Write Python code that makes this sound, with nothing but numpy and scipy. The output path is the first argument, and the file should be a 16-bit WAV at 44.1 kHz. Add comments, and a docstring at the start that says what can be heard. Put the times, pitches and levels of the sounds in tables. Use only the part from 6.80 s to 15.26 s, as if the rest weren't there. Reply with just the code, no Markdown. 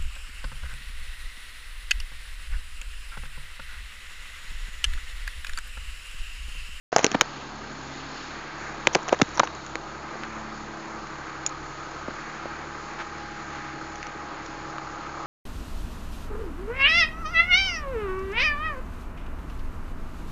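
"""A six-cylinder four-wheel-drive idles slowly up a rutted forest trail toward a small hand-held camera.
Fingers on the camera's plastic case and buttons make close knocks, cracks and creaks; its motor whines faintly.
The engine is a stack of wavering crank orders, with a second drone early on; fan, gears and tyres are
shaped noise. Knocks are damped rings with noise bursts, creaks dense ticks, the motor tones and a noise whir."""
import sys
import numpy as np
from scipy import signal
from scipy.fft import rfft, irfft, next_fast_len
from scipy.io import wavfile
from scipy.ndimage import uniform_filter1d

SR = 44100
rng = np.random.default_rng(int(sys.argv[2]) if len(sys.argv) > 2 else 0)


def gain_from_db(level_db):
    """Turn a decibel level (scalar or array-like) into a linear amplitude factor."""
    decades = np.asarray(level_db, float) / 20
    return 10 ** decades


def inscribe(sig):
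    """Save sig as 16-bit PCM at rate SR to the path in sys.argv[1].

    A 1-D sig is mono; a 2-D sig holds one channel per row.
    Samples are clipped to [-1, 1] before scaling.
    """
    pcm = np.round(np.clip(np.atleast_2d(sig).T, -1, 1) * 32767)
    wavfile.write(sys.argv[1], SR, pcm.astype(np.int16))


N = 373086
TIME = np.arange(N) / SR

# Treble colour of cracks and creaks on the case: f/Hz, gain/dB
CRACK_COLOUR = [(1500, -26.5), (2500, -6.5), (3500, -6.5), (4800, -10.5), (5800, 0), (6800, -3.5),
                (7600, -32), (9000, -13.5)]


def level(x, db):
    """Scale to an rms level."""
    return x * gain_from_db(db) / np.sqrt(np.mean(x ** 2))


def curves(rows):
    """Columns of a time table, interpolated sample by sample."""
    s, *columns = np.transpose(rows)
    return [np.interp(TIME, s, column) for column in columns]


def colour(x, points):
    """Shape a spectrum through (Hz, dB) points."""
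    hz, db = np.transpose(points)
    size = next_fast_len(len(x))
    bins_hz = np.fft.rfftfreq(size, 1 / SR)
    gain = gain_from_db(np.interp(np.log(bins_hz + 1), np.log(hz), db))
    return irfft(rfft(x, size) * gain, size)[:len(x)]


def band(x, hz, width_hz):
    """One resonance, gain 1 at the centre."""
    return signal.lfilter(*signal.iirpeak(hz, hz / width_hz, fs=SR), x)


def walk(rate):
    """Random levels held for 1 / rate seconds and slewed twice; spread near 1."""
    hold = int(SR / rate)
    steps = np.repeat(rng.standard_normal(N // hold + 1), hold)
    return 1.578 * uniform_filter1d(uniform_filter1d(steps, hold), hold)[:N]


def arch(start_s, length_s):
    """Half a sine over the given stretch, silent outside it."""
    return np.sin(np.pi * np.clip((TIME - start_s) / length_s, 0, 1))


def engine():
    """Crank orders as wavering tones; uneven cylinders fill the orders between the firings."""
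    # Revs and two firing multiples: t/s, firing rate f/Hz, 6th multiple level/dB, 9th multiple level/dB
    revs = [(0.5, 35.3, -64, -66), (0.75, 36, -47, -63), (1.13, 35.6, -62, -62), (1.4, 36.38, -61, -59),
            (1.95, 36.19, -51.5, -49.5), (2.78, 35.5, -61, -52.5), (3.27, 37.5, -53, -51),
            (3.7, 36.66, -44.5, -48.5), (4.2, 36.32, -51, -48), (4.9, 35.05, -74, -53),
            (5.5, 37.37, -52, -52), (6.0, 37.23, -58, -50), (6.6, 36.8, -53, -51.5),
            (6.9, 35.7, -60, -47.5), (7.3, 36.33, -57.5, -50), (8.1, 35.8, -62, -49.5),
            (8.46, 36.27, -60, -50)]
    # Steady crank orders: multiple of the crank rate, level/dB against reference_db
    crank = [(1, -36), (2, -29.5), (3, -8), (4, -39), (5, -31.5), (6, -8), (7, -28), (8, -33.5), (9, -14.5),
             (10, -20.5), (11, -11), (13, -21), (14, -24.5), (15, -12.5), (16, -11.5), (17, -26.5),
             (19, -17), (20, -25.5), (21, -19.5), (22, -23), (23, -14.5), (24, -7), (25, -8.5), (26, -8),
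             (28, -12), (29, -9), (30, -15), (31, -16), (32, -18.5), (33, -10.5), (34, -13), (35, -20.5),
             (36, -26.5)]
    reference_db, idle_hz = -51.5, 36
    firing_hz, sixth_db, ninth_db = curves(revs)
    firing_hz = firing_hz + 0.2044 * walk(4.0)
    turn = 2 * np.pi * np.cumsum(firing_hz / 3) / SR  # three firings a crank turn
    # the 4th firing multiple weakens as the revs rise above idle
    fourth_db = -51.5 - 1.5 * (firing_hz - idle_hz)
    orders = [(order, db + reference_db) for order, db in crank]
    orders += [(12, fourth_db), (18, sixth_db), (27, ninth_db)]
    out = 0
    # the orders keep nearly in step, so the exhaust puffs once a turn
    for order, db in orders:
        loudness = np.sqrt(2) * gain_from_db(db + 1.18 * walk(9.0))
        offset = 0.49 * walk(6.5) + 0.03035 * order ** 2 + 0.5 * rng.standard_normal()
        out = out + loudness * np.sin(order * turn + offset)
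    return out, turn


def drone():
    """Fifth and sixth multiples of a slower pulse that rises and sinks in one arch early on."""
    start_s, length_s = 0.497, 1.157
    progress = np.clip((TIME - start_s) / length_s, 0, 1)
    swell = np.sin(np.pi * progress ** 1.39) ** 2
    turn = 2 * np.pi * np.cumsum(256 + 12.94 * swell) / SR  # Hz of the sixth multiple
    sixth = np.sin(turn)
    fifth = gain_from_db(-9.5) * np.sin(5 / 6 * turn)
    fade = np.clip((start_s + length_s - TIME) / 0.11, 0, 1)
    return fade * np.sqrt(2) * gain_from_db(-54.0 + 5.5 * swell) * (sixth + fifth)


def running(turn):
    """Fan, gears and tyres: flickering noise bands, bay resonances puffed by the engine, and grit scuffs."""
    # Swell of the running noise: t/s, lower bay gain/dB, treble gain/dB
    swells = [(0.45, -2.5, 3.5), (1.0, -5.5, 2), (1.38, -3.5, 5.5), (1.65, -2.5, 2), (2.3, 0.5, 2),
              (2.7, -4.5, 0.5), (3.2, -0.5, -0.5), (3.75, -0.5, -0.5), (4.0, -3.5, -0.5), (4.7, 0.5, -0.5),
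              (5.05, 0, 1), (6.15, -0.5, -1.5), (6.5, -2, -0.5), (7.5, -2.5, -1.5), (8.3, 2, -.5)]
    # Spectral shape of the running noise: f/Hz, relative density/dB
    spectrum = [(20, -10.5), (60, -28.5), (100, -32), (140, -13), (260, -9.5), (330, -6.5), (600, -8),
                (1000, -3), (1700, -7.5), (2400, -12), (3000, -19.5), (4500, -20), (4900, -24.5),
                (5200, -23), (6000, -24.5), (6900, -20.5), (7400, -32.5), (8000, -66.5)]
    # Resonances of bonnet and grille: f/Hz, width/Hz, level/dB before puff and swell
    bay = [(334, 98, -55.5), (890, 230, -52), (1250, 59, -47), (1335, 75, -56.5), (1567, 90, -50),
           (4280, 330, -60), (6380, 89, -66.5)]
    # A tyre scuffs loose grit: t/s, length/s, level/dB before the arch
    scuffs = [(6.18, 0.055, -33), (3.42, .04, -38), (6.1, 0.045, -45)]
    lower_db, top_db = curves(swells)
    low_db, upper_db = 0.68 * walk(3.01), 1.3 * walk(2.5)
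    noise = level(colour(rng.standard_normal(N), spectrum), -41.0)
    edges_hz = [20, 420, 1050, 1450, 2600, 4000, 5500, 9000]
    band_db = [np.zeros(N), low_db, lower_db, upper_db, top_db, top_db, 0.5 * top_db]
    out = np.zeros(N)
    for lo, hi, db in zip(edges_hz, edges_hz[1:], band_db):
        split = signal.butter(2, [lo, hi], "bandpass", fs=SR, output="sos")
        out += gain_from_db(db + 1.1 * walk(14.0)) * signal.sosfiltfilt(split, noise)
    for hz, width_hz, db in bay:
        # the lowest resonance puffs once a turn, the others once a firing
        puff = 1 + (0.8 * np.cos(turn) if hz < 500 else 0.36 * np.cos(3 * turn))
        swell_db = band_db[np.searchsorted(edges_hz, hz) - 1] + 0.49 * walk(4.2)
        out += puff * gain_from_db(swell_db) * level(band(rng.standard_normal(N), hz, width_hz), db)
    for start_s, length_s, db in scuffs:
        grit = band(band(rng.standard_normal(N), 1200.0, 1200.0), 1300.0, 1500.0)
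        out += arch(start_s, length_s) * level(grit, db)
    return out


def knocks():
    """Each touch: a damped, rattly ring of the case, a mid snap and a crack of a millisecond or two."""
    # Knocks on case and buttons: t/s, ring f/Hz, ring level/dB, snap level/dB, crack level/dB
    touches = [(0.1274, 730, -13, -20, -31), (0.1625, 752, -0.5, -1.5, 0.5),
               (0.183, 710, -17.5, -14.5, -15), (.192, 590, -15, -12.5, -35), (.244, 505, -4.5, -5.5, 1),
               (0.2646, 477, -16, -16, -8.5), (0.3159, 400, -23.5, -14, -18), (0.3258, 300, -32, -35, -25),
               (.347, 600, -15.5, -19, -38), (.350, 330, -9, -24.5, -37), (0.4105, 930, -20, 0.5, 5.5),
               (0.4161, 550, -15, -9.5, -12.5), (2.0708, 1097, -15.5, 1.5, -3.5),
               (2.0725, 594, -11, -7.5, -35), (2.1487, 873, -25, -3, -9.5), (2.152, 745, -9.5, -2.5, -11),
               (2.157, 450, -11.5, -32, -38), (2.163, 480, -15, -26, -45), (2.188, 1004, -29, -35, -42),
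               (2.2925, 800, -22, -17.5, -23), (2.325, 650, -13, -23, -19.5), (2.328, 603, -2.5, -14, -32),
               (2.399, 700, -17, -34, -40), (2.415, 900, -8, -4.5, -18.5), (2.4175, 424, -6, -2.5, -8),
               (2.420, 182, -10, -38, -38), (2.574, 1100, -23, -31, -20.5),
               (2.580, 1000, -20.5, -34, -20.5), (2.5952, 870, -4.5, -20, -3), (2.5992, 1110, -3, -16, -26),
               (2.607, 380, -16, -37, -50), (2.633, 945, -10, -28.5, -46), (2.673, 1220, -28, -20, -27),
               (2.955, 540, -21.5, -15.5, -24.5), (3.355, 645, -28, -39, -48),
               (3.435, 988.6, -35, -23.5, -35.5), (4.663, 6770, -11, -30, -15.5),
               (4.671, 6650, -21, -48, -45), (4.693, 6540, -32.5, -48, -43), (5.282, 605, -20, -38, -51),
               (5.284, 268, -25.5, -50, -50), (5.656, 600, -24.5, -37, -47),
               (7.2283, 6100, -31.5, -23, -33), (7.268, 5980, -34, -30.5, -40),
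               (7.982, 1288, -25, -37, -47)]
    # Thin ticks of the case, too light to ring it: t/s, snap level/dB, crack level/dB
    ticks = [(2.2305, -42, -28.5), (2.3896, -32, -29), (2.429, -37, -25), (2.4897, -36, -31),
             (2.7501, -34, -27.5), (2.8634, -34, -24.5), (4.2702, -35, -36), (7.1565, -32, -29.5),
             (7.662, -37, -32)]
    button_above_hz = 3000  # higher rings are a button, one steady mode
    sag_share, sag_s = 0.24, 0.0066  # the case's pitch sags as the finger settles
    out, t = np.zeros(N + SR), np.arange(SR // 10) / SR
    burst = np.e * t / 0.00067 * np.exp(-t / 0.00059)
    sagging = (1 - sag_share) * t + sag_share * sag_s * (1 - np.exp(-t / sag_s))
    rows = list(touches) + [(s, button_above_hz, -np.inf, *dbs) for s, *dbs in ticks]
    for s, ring_hz, ring_db, snap_db, crack_db in rows:
        snap_noise, crack_noise, rattle_noise = rng.standard_normal((3, len(t)))
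        if ring_hz < button_above_hz:
            t60_s = 0.014 + 4.5 / ring_hz  # a fixed time plus a few of its own cycles
            turn = 2 * np.pi * ring_hz * sagging
            ring = np.sin(turn) + 0.44 * np.sin(0.717 * turn) + 0.13 * np.sin(1.423 * turn)
        else:
            t60_s = 0.012
            ring = np.sin(2 * np.pi * ring_hz * t)
        rattle = band(band(rattle_noise, ring_hz, ring_hz), ring_hz, ring_hz)
        ring = ring + level(rattle, -5.5)
        fall = (1 - np.exp(-t / 0.00027)) * np.exp(-np.log(1000) * t / t60_s)
        snap = level(band(band(snap_noise, 1800.0, 2200.0), 1800.0, 2300.0), -4.5)
        crack = level(colour(crack_noise, CRACK_COLOUR), -7.0)
        i = int(s * SR)
        out[i:i + len(t)] += gain_from_db(ring_db) * fall * ring
        out[i:i + len(t)] += burst * (gain_from_db(snap_db) * snap + gain_from_db(crack_db) * crack)
    return out[:N]


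def creaks():
    """Skin sticks and slips: dense uneven ticks into the body and the treble of the case."""
    # Fingers creak over the plastic: t/s, length/s, body level/dB, treble level/dB
    strokes = [(0.116, 0.035, -37, -44), (0.168, 0.052, -30, -37.5), (0.226, 0.033, -27.5, -32),
               (0.344, 0.011, -17.5, -47), (2.127, 0.021, -39, -36.5), (2.157, 0.019, -41, -47.5),
               (2.28, 0.01, -34, -35.5), (2.317, 0.036, -30.5, -42.5), (2.543, 0.019, -47.5, -41),
               (2.632, 0.024, -34, -37.5)]
    slips = rng.random(N) < 1500.0 / SR  # about 1500 a second
    ticks = slips * gain_from_db(2.5 * rng.exponential(size=N)) * rng.choice([-1, 1], N)
    body = level(band(band(ticks, 740.0, 990.0), 900.0, 2000.0), 0)
    treble = level(colour(ticks, CRACK_COLOUR), 0)
    out = np.zeros(N)
    for start_s, length_s, body_db, treble_db in strokes:
        stroke = np.maximum(arch(start_s, length_s), 0) ** 0.5
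        out += stroke * (gain_from_db(body_db) * body + gain_from_db(treble_db) * treble)
    return out


def motor():
    """Steady lines from the camera's drive, a rough whine that grows, and one whir of the zoom."""
    # Rough whine: t/s, level/dB
    whine = [(.5, -64.5), (2, -64), (3.3, -55), (5.3, -53.5), (6.5, -47), (8.46, -48.5)]
    # Partials of the whine: multiple, level/dB against the whine, share of its swell
    partials = [(1, 0, 1), (1.5, -4, .5), (6, -16, .4)]
    # Drive lines: f/Hz, level/dB, waver/dB
    drive = [(37.9, -56.5, 2.5), (76.2, -56.5, 1.5)]
    # Zoom whir: t/s, length/s, f/Hz, width/Hz, level/dB before the arch
    zoom = (1.8, 1.2, 3860., 90., -56.5)
    whine_db, = curves(whine)
    mean_db = np.mean(whine_db)
    turn = 2 * np.pi * np.cumsum(825.3 + 1.5 * walk(2.5)) / SR
    tones = np.zeros(N)
    for multiple, part_db, share in partials:
        db = mean_db + share * (whine_db - mean_db) + part_db + 1.5 * walk(25.0)
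        tones += gain_from_db(db) * np.sin(multiple * turn + 0.6 * walk(13.0))
    for hz, db, waver_db in drive:
        phase = 2 * np.pi * hz * TIME + 0.26 * waver_db * walk(12.0)
        tones += gain_from_db(db + waver_db * walk(7.4)) * np.sin(phase)
    start_s, length_s, hz, width_hz, db = zoom
    whir = level(band(rng.standard_normal(N), hz, width_hz), db)
    return np.sqrt(2) * tones + np.maximum(arch(start_s, length_s), 0) ** 0.5 * whir


def scene():
    """Vehicle at a distance, camera noises close; the case passes little deep bass to the microphone."""
    tones, turn = engine()
    no_bass = signal.butter(3, 125.0, "highpass", fs=SR, output="sos")
    touch = signal.sosfilt(no_bass, knocks() + creaks())
    return (tones + drone() + running(turn) + motor() + touch)[None]


def top_cut(x):
    """Nothing passes above the cut-off."""
    return signal.sosfilt(signal.butter(12, 8430, fs=SR, output="sos"), x)


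def record(dry):
    """After a short silence, a microphone whose port rings near 6.8 kHz; knocks overload it, the top is cut."""
    on = TIME > 0.1195
    x = dry + 0.5 * band(dry, 6790.0, 410.0)
    x = 0.98 * np.tanh(x * on / 0.98)
    x = signal.sosfilt(signal.ellip(6, 0.3, 60, 7200.0, fs=SR, output="sos"), x)
    # sampling at 16 kHz leaves a faint mirror of the treble above 8 kHz
    mirror = x * np.cos(2 * np.pi * 16000 * TIME)
    above = signal.butter(4, [8000, 9500], "bandpass", fs=SR, output="sos")
    x = x + gain_from_db(-40.5) * signal.sosfilt(above, mirror)
    mix = np.clip(1.062 * x + 0.0014 * on, -1, 1)  # with a small constant offset
    return top_cut(mix)


dry = scene()
out = record(dry)
inscribe(out)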